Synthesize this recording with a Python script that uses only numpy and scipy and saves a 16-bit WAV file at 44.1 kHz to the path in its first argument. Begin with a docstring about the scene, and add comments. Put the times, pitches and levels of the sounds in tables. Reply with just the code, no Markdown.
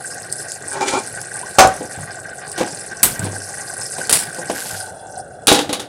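"""Thick sauce boils hard in an open aluminium pot on a gas ring in a small kitchen.
Ringing bubbles excite the air resonances of the pot, and their bursting films crackle and spit.
A pan is dragged out with a stick-slip judder and put down with a clang; utensils knock and clink.
The pot is lifted, sauce hissing on its hot wall, and lands on the counter with a clank.
The flame roars softly underneath, and the loudest blows overload the microphone."""
import sys
import numpy as np
from scipy import signal
from scipy.fft import rfft, irfft, next_fast_len
from scipy.io import wavfile

SR = 44100
rng = np.random.default_rng(int(sys.argv[2]) if len(sys.argv) > 2 else 0)


def dump_mix(stems):
    """Bounce the given channels to the path in sys.argv[1] as a 16-bit WAV at rate SR."""
    frames = np.atleast_2d(stems).T  # one column per channel
    limited = np.clip(frames, -1, 1)  # hard clip at full scale
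    pcm = np.round(limited * 32767).astype(np.int16)
    wavfile.write(sys.argv[1], SR, pcm)


N = 259528
TIME = np.arange(N) / SR

# spectrum of bursting films: frequency_hz, level_db
FILM_SPECTRUM = [(2500, -44), (4500, -7), (5100, -2.5), (6200, -6.5), (8800, 2.5), (10600, -3),
                 (11300, -14.5), (12500, -21.5), (15500, -43.5)]


def boil():
    """Cavity resonance: big bubbles excite the pot's air; tiny ones crackle and echo between its walls."""
    # the boil heard from above: time_s, bubbling_db, sizzle_db
    above_levels = [(0, -36.5, -32.5), (1.1, -34, -32.5), (2.1, -34, -34), (2.32, -36, -40),
                    (2.6, -33, -34), (3.4, -35, -34), (3.85, -34.5, -29), (4.6, -32.5, -33.5),
                    (4.8, -38.5, -29.5), (4.98, -67, -51), (5.08, -81, -40.5), (5.19, -82, -38),
                    (5.27, -61, -54.5)]
    # air resonances over the sauce: frequency_hz, width_hz, level_db
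    air_modes = [(141, 90, -5), (430, 343, -2), (759, 350, -1), (1033, 316, -8), (1567, 440, 0),
                 (2360, 290, -5.5), (3500, 250, -13), (4180, 380, -12)]
    # the simmer as the pot is carried away: time_s, level_db
    carried_levels = [(4.5, -70), (4.76, -34), (4.95, -39), (5.2, -36), (5.26, -45), (5.5, -46)]
    # its hollow ring heard from the side: frequency_hz, width_hz, level_db
    side_modes = [(590, 130, -4), (745, 90, 3), (860, 70, -1), (1500, 230, -10), (2750, 150, -21),
                  (3400, 220, -21), (4100, 260, -24), (9300, 700, -13)]
    bubbling, sizzle = gains(above_levels)
    plops = bubbles(per_s=950, low_hz=110, high_hz=5000, cycles=15, spread_db=3.3, clump_db=3, rise=.08)
    crackle = bubbles(per_s=1500, low_hz=2200, high_hz=15500, cycles=20,
                      spread_db=5, clump_db=4.2, rise=.04)
    plops = reflect(plops, t60_s=0.041, wet_db=0)
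    crackle = reflect(crackle, t60_s=0.084, wet_db=1.5)
    from_above = bubbling * resonate(plops, air_modes) + sizzle * coloured(crackle, FILM_SPECTRUM)
    from_side = gains(carried_levels)[0] * resonate(plops + crackle, side_modes)
    return from_above + from_side


def bubbles(per_s, low_hz, high_hz, cycles, spread_db, clump_db, rise):
    """Damped oscillation: bubbles burst in random clumps, each ringing and rising in pitch as it opens."""
    burst_chance = per_s * amp(clump_db * drift(25)) / SR
    born = np.flatnonzero(rng.random(N) < burst_chance)
    pitch, size, sign = rng.random((len(born), 3)).T[:, :, None]
    hz = low_hz + (high_hz - low_hz) * pitch
    size_db = spread_db * np.minimum(-np.log(1 - size), 4)  # many faint, a few loud
    height = amp(size_db) * np.sqrt(hz) * np.sign(sign - .5)
    age = np.arange(int(cycles / low_hz * SR))
    turns = hz * age / SR
    rings = height * np.sin(2 * np.pi * turns * (1 + rise * turns / cycles)) * fade(turns, cycles)
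    positions = born[:, None] + age
    return rms_one(np.bincount(positions.ravel(), rings.ravel(), N)[:N])


def glugs(swell_s, rise_per_s):
    """Helmholtz resonance: a big bubble's note swells, rises as its mouth widens, and dies."""
    # single big bubbles opening: start_s, peak_db, starting_pitch_hz
    openings = [(1.430, -26, 925), (5.194, -23, 688)]
    out, t = np.zeros(N), TIME[:SR // 20]
    for start_s, db, hz in openings:
        swell = t / swell_s * np.exp(1 - t / swell_s)
        phase = 2 * np.pi * hz * t * (1 + rise_per_s * t / 2)
        add(out, start_s, amp(db) * swell * np.sin(phase))
    return out


def spits(pitch_hz, ring_s, snap_db):
    """Impulsive release of tension: a taut film snaps with a click and a very short high ring."""
    # single loud spits: start_s, peak_db
    ruptures = [(0.145, -19), (0.221, -19), (.3257, -2.5), (0.5192, -9), (0.73, -12), (1.0736, -19),
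                (1.2154, -9), (1.369, -12.5), (1.674, -8), (2.5173, -13.5), (3.194, -9), (3.6103, -16),
                (3.8148, -16), (4.0717, -17), (4.3466, -14), (4.7118, -12)]
    out, t = np.zeros(N), TIME[:SR // 50]
    for start_s, db in ruptures:
        hz = pitch_hz * np.exp(0.18 * rng.standard_normal())
        snap = amp(snap_db) * rng.standard_normal(len(t))
        burst = (np.sin(2 * np.pi * hz * t) + snap) * fade(t, ring_s)
        padded = np.r_[np.zeros(len(t)), burst]
        spit = coloured(padded, FILM_SPECTRUM)[len(t):]
        add(out, start_s, amp(db) * spit / np.abs(spit).max())
    return reflect(out, t60_s=.07, wet_db=-5)


def wall_hiss():
    """Flash boiling: sauce turns to steam on the hot wall in a dense fizz of tiny bubbles."""
    # sauce washing up the wall as the pot is lifted: time_s, level_db
    levels = [(4.45, -94), (4.56, -29), (4.66, -31), (4.76, -32.5), (4.87, -48), (5.2, -101)]
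    # spectrum of the steam: frequency_hz, level_db
    spectrum = [(1500, -5.5), (9000, 2), (11500, 3.5), (15500, -15)]
    fizz = bubbles(per_s=6700, low_hz=990, high_hz=15500, cycles=3.6, spread_db=5.5, clump_db=2, rise=0)
    return gains(levels)[0] * coloured(fizz, spectrum)


def pot_clank():
    """Impact excitation: the pot lands and rattles on the counter, each contact ringing its shell."""
    # contacts: start_s, level_db, brightness_db_per_octave, t60_s
    blows = [(5.4708, -7.5, 5, .06), (5.4795, -7, 1, 0.37), (5.516, -7, -1.5, 0.091),
             (5.524, -12.5, 6, 0.19), (5.545, -13, 0, 0.35), (5.590, -15.5, 0, 0.15),
             (5.611, -25.5, 2, 0.25), (5.693, -22, -1.5, 0.22), (5.7285, -16, 1.5, 0.21),
             (5.7955, -24.5, 1, .25)]
    # clatter spectrum: frequency_hz, level_db
    spectrum = [(70, -27.5), (300, 0.5), (750, -4), (1050, -8.5), (1450, -7), (2100, -11.5), (3700, -5.5),
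                (5300, -12.5), (9300, -14), (11500, -22), (15500, -33)]
    # shell modes: pitch_hz, level_db, t60_s
    modes = [(298.3, -4, 0.25), (385, -8.5, 0.18), (496.3, -7, 0.27), (795, -12, .3), (826, -7, 0.23),
             (2820, -23, 0.23), (3472, -11, 0.17), (3480, -26, 0.16), (3796, -10, 0.25), (4730, -23, .3),
             (9700, -10.5, 0.19)]
    return struck(blows, spectrum, modes, modes_db=-2, damping=0.21, grit_db=1)


def pan_drag(slips_per_s):
    """Stick-slip friction: the pan's foot catches and slips on the counter, shaking its body."""
    # course of the drag: time_s, judder_db, rasp_db
    levels = [(.62, -67, -90), (.745, -29, -37), (.768, -22.5, -35), (.798, -34.5, -44), (.813, -17.5, -28),
              (.835, -20, -25.5), (.852, -25, -35), (.885, -26, -18.5), (.92, -27, -29), (.948, -16, -25),
              (.975, -17.5, -27), (1.17, -98, -84)]
    # resonances of the dragged pan: frequency_hz, width_hz, level_db
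    body_modes = [(270, 130, -2), (371, 100, 1), (510, 130, -6), (860, 110, 7), (1030, 150, -4),
                  (1370, 200, -4), (2380, 300, -12)]
    # rasp of its foot: frequency_hz, level_db
    rasp_spectrum = [(300, -4.5), (2400, 7.5), (4400, 4.5), (7600, 2.5), (10500, -3.5), (12000, -25)]
    judder, rasp = gains(levels)
    slips = (rng.random(N) < slips_per_s / SR) * rng.choice([-1, 1], N)
    slips = reflect(slips, t60_s=0.076, wet_db=0)
    return judder * resonate(slips, body_modes) + rasp * coloured(slips, rasp_spectrum)


def pan_clang():
    """Free vibration: the pan is put down hard and rings in inharmonic modes."""
    # contacts: start_s, level_db, brightness_db_per_octave, t60_s
    blows = [(1.5852, 1.5, 0, 0.2), (1.601, -10, 3, 0.21), (1.622, -15.5, -1.5, 0.36),
             (1.646, -11, -5, 0.13)]
    # clatter spectrum: frequency_hz, level_db
    spectrum = [(150, -15.5), (450, -2.5), (760, 3.5), (1300, -2), (1900, -8.5), (4400, -12), (6200, -11),
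                (8500, -11.5), (15500, -38)]
    # body modes: pitch_hz, level_db, t60_s
    modes = [(572, -11.5, .28), (730, -7, 0.23), (759.3, 5, 0.19), (1141, -8, 0.24), (1243, -12, 0.25),
             (1470, -6, 0.17), (2390, -18, .18), (5250, -16, 0.2), (5997, -15, .18), (6340, -11.5, .2)]
    return struck(blows, spectrum, modes, modes_db=-2.5, damping=0.2, grit_db=3.5)


def utensil_tink():
    """Impact excitation: a thin steel utensil, struck once, chatters and rings high."""
    # contacts: start_s, level_db, brightness_db_per_octave, t60_s
    blows = [(3.0308, 3.5, 1, 0.047), (3.033, -6.5, 0.62, 0.22), (3.044, -18, -2.2, 0.44)]
    # chatter spectrum: frequency_hz, level_db
    spectrum = [(70, -7), (300, -5), (5500, -7), (7000, -3), (8500, 5), (11500, 0.5), (14500, -2),
                (15700, -13)]
    # high ring of the tink, with a bright overload edge: pitch_hz, level_db, t60_s
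    high_ring = [(7900, -13, 0.12), (12700, -25, .16)]
    return struck(blows, spectrum, high_ring, modes_db=2, damping=0.14, grit_db=1.5)


def utensil_clink():
    """Elastic rebound: a heavier utensil is put down with a bounce and rings at each contact."""
    # contacts: start_s, level_db, brightness_db_per_octave, t60_s
    blows = [(4.0945, -11.5, 0.086, 0.028), (4.0955, -13.5, -1.2, 0.24), (4.1268, -2, 0.22, 0.15),
             (4.144, -15, 0.22, 0.42), (4.1722, -20, 0.48, .02)]
    # clatter spectrum: frequency_hz, level_db
    spectrum = [(70, -9), (330, -5), (2500, -4.5), (5500, -1), (6300, -6), (8500, 6.5), (10700, 4),
                (11800, -8), (15500, -10)]
    # ringing modes: pitch_hz, level_db, t60_s
    modes = [(8800, -22, 0.15), (9800, -26, .2)]
    return struck(blows, spectrum, modes, modes_db=-7, damping=0.13, grit_db=3)


def counter_knocks():
    """Frequency-dependent damping: cookware knocks on the counter, wooden as the treble dies fast."""
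    # knocks: start_s, level_db, brightness_db_per_octave, t60_s
    blows = [(.81, -25.5, 0, 0.22), (.936, -22, -1.3, 0.23), (1.8055, -24, -2.8, 0.18),
             (2.578, -22.5, 2, 0.51), (2.6055, -17.5, -0.67, 0.19), (3.248, -26.5, -0.72, 0.32),
             (3.983, -28.5, 0.3, 0.32), (4.386, -27, -2.3, 0.18), (4.4975, -22.5, -0.23, 0.24)]
    # knock spectrum: frequency_hz, level_db
    spectrum = [(70, -27), (290, -1), (750, -1.5), (1150, -13), (2400, -15), (9000, -21), (15500, -42)]
    # wooden modes: pitch_hz, level_db, t60_s
    modes = [(343, -5.5, 0.15), (510, -2, 0.21), (835, -7.5, 0.31)]
    return struck(blows, spectrum, modes, modes_db=0, damping=0.28, grit_db=3.5)


def counter_thuds():
    """Panel resonance: dull bumps set the counter booming in its low modes."""
    # bumps: start_s, level_db, brightness_db_per_octave, t60_s
    blows = [(1.976, -30.5, 0, 0.32), (3.195, -27, 0.58, .3), (3.2245, -22.5, 0.88, 0.29),
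             (4.728, -35, -1.3, .12)]
    # thud spectrum: frequency_hz, level_db
    spectrum = [(40, -38), (160, 2), (260, -15.5), (1500, -27.5), (15000, -47)]
    # panel modes: pitch_hz, level_db, t60_s
    modes = [(99, -3, .8), (124, -12, .35)]
    return struck(blows, spectrum, modes, modes_db=0, damping=0.069, grit_db=1.5)


def flame(level_db):
    """Combustion noise: the gas burner gives a soft, fluttering roar."""
    # spectrum of the roar: frequency_hz, level_db
    spectrum = [(25, -27), (110, 3.5), (170, -1.5), (250, -7.5), (430, 0), (750, 2), (1020, -28.5),
                (1500, -6), (2100, -36.5), (15000, -62)]
    flutter_db = 1.5 * drift(18)
    return amp(level_db + flutter_db) * coloured(rng.standard_normal(N), spectrum)


def struck(blows, spectrum, modes, modes_db, damping, grit_db):
    """Modal superposition: each blow rings clear modes and a dense clatter whose treble dies first."""
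    out, size = np.zeros(N), 2 ** 15
    t, hz = TIME[:size], np.fft.rfftfreq(size, 1 / SR)
    centres_hz = 125 * 2. ** np.arange(8)
    octaves = np.array([np.interp(np.log(hz + 1), np.log(centres_hz), row) for row in np.eye(8)])
    mode_hz, mode_db, mode_t60 = np.transpose(modes)[:, :, None]
    plain = amp(at_hz(spectrum, hz))
    for start_s, db, brightness, t60_s in blows:
        tilted = plain * amp(brightness * np.log2((hz + 50) / 1000))
        mode_tilt = amp(brightness * np.log2(mode_hz / 1000))
        mode_tilt *= np.linalg.norm(plain) / np.linalg.norm(tilted)
        bands = irfft(octaves * tilted * np.exp(2j * np.pi * rng.random(len(hz))))
        band_t60 = t60_s * (1000 / centres_hz[:, None]) ** damping  # t60_s holds at 1 kHz
        grit = amp(grit_db * drift(311)[:size])
        clatter = grit * (bands * fade(t, band_t60)).sum(0) / bands.sum(0).std()
        strengths = amp(modes_db + mode_db + rng.normal(0, 1, mode_db.shape)) * mode_tilt
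        ring = (strengths * np.sin(2 * np.pi * mode_hz * t) * fade(t, mode_t60)).sum(0)
        add(out, start_s, amp(db) * (clatter + ring))
    return out


def resonate(x, resonances):
    """Parallel resonators, each passed twice so that deep hollows lie between them; rms 1."""
    out = 0
    for hz, width_hz, db in resonances:
        r = np.exp(-np.pi * width_hz / SR)  # pole radius
        section = [(1 - r * r) / 2, 0, (r * r - 1) / 2, 1, -2 * r * np.cos(2 * np.pi * hz / SR), r * r]
        out = out + amp(db) * signal.sosfilt([section, section], x + 1e-18)
    return rms_one(out)


def reflect(x, t60_s, wet_db):
    """Reverberation: add a dense, dying wash of reflections."""
    tail = rng.standard_normal(SR // 2) * fade(TIME[:SR // 2], t60_s)
    return x + amp(wet_db) * signal.fftconvolve(x, tail / np.linalg.norm(tail))[:N]


def coloured(x, spectrum):
    """Spectral shaping: weight each frequency of a sound; rms 1."""
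    size = next_fast_len(len(x))
    hz = np.fft.rfftfreq(size, 1 / SR)
    shaped = rfft(x, size) * amp(at_hz(spectrum, hz))
    return rms_one(irfft(shaped, size)[:len(x)])


def at_hz(spectrum, hz):
    """Interpolate a spectrum's decibels on a log-frequency axis."""
    points_hz, db = np.transpose(spectrum)
    return np.interp(np.log(hz + 1), np.log(points_hz), db)


def drift(knots_per_s):
    """Random modulation: straight lines between Gaussian values; rms 1."""
    knots = rng.standard_normal(2000)
    return rms_one(np.interp(TIME * knots_per_s, np.arange(len(knots)), knots))


def gains(rows):
    """Amplitude envelopes, one for each decibel column of a table."""
    time_s, *columns = np.transpose(rows)
    return [amp(np.interp(TIME, time_s, db)) for db in columns]


def fade(t, t60):
    """Exponential decay, 60 dB down at t60."""
    return np.exp(-np.log(1000) * t / t60)


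def add(out, start_s, sound):
    """Superpose a sound from a given time."""
    start = int(start_s * SR)
    out[start:start + len(sound)] += sound[:N - start]


def amp(db):
    """Decibels to gain."""
    return 10 ** (np.asarray(db) / 20)


def rms_one(x):
    """Scale to unit rms."""
    return x / np.sqrt(np.mean(x ** 2) + 1e-20)


def scene():
    """Superposition: sauce and cookware reverberate in a tiled kitchen, over the flame's roar."""
    impacts = pan_clang() + pot_clank() + utensil_clink() + utensil_tink()
    impacts += counter_knocks() + counter_thuds()
    sauce = boil() + glugs(swell_s=0.0046, rise_per_s=10.6)
    sauce += spits(pitch_hz=8620, ring_s=0.0053, snap_db=3.5) + wall_hiss()
    direct = sauce + pan_drag(slips_per_s=3000) + impacts
    return (reflect(direct, t60_s=0.43, wet_db=-18) + flame(level_db=-40))[None]


def record(dry):
    """Band limiting and clipping: a small microphone loses deep bass, overloads, and has its top cut."""
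    bass_cut_hz, treble_cut_hz = 50, 15750
    high_pass = signal.butter(2, bass_cut_hz, "high", fs=SR, output="sos")
    low_pass = signal.ellip(10, .1, 80, treble_cut_hz, fs=SR, output="sos")
    overloaded = np.clip(signal.sosfilt(high_pass, dry), -1, 1)
    return signal.sosfilt(low_pass, overloaded)


dry = scene()
out = record(dry)
dump_mix(out)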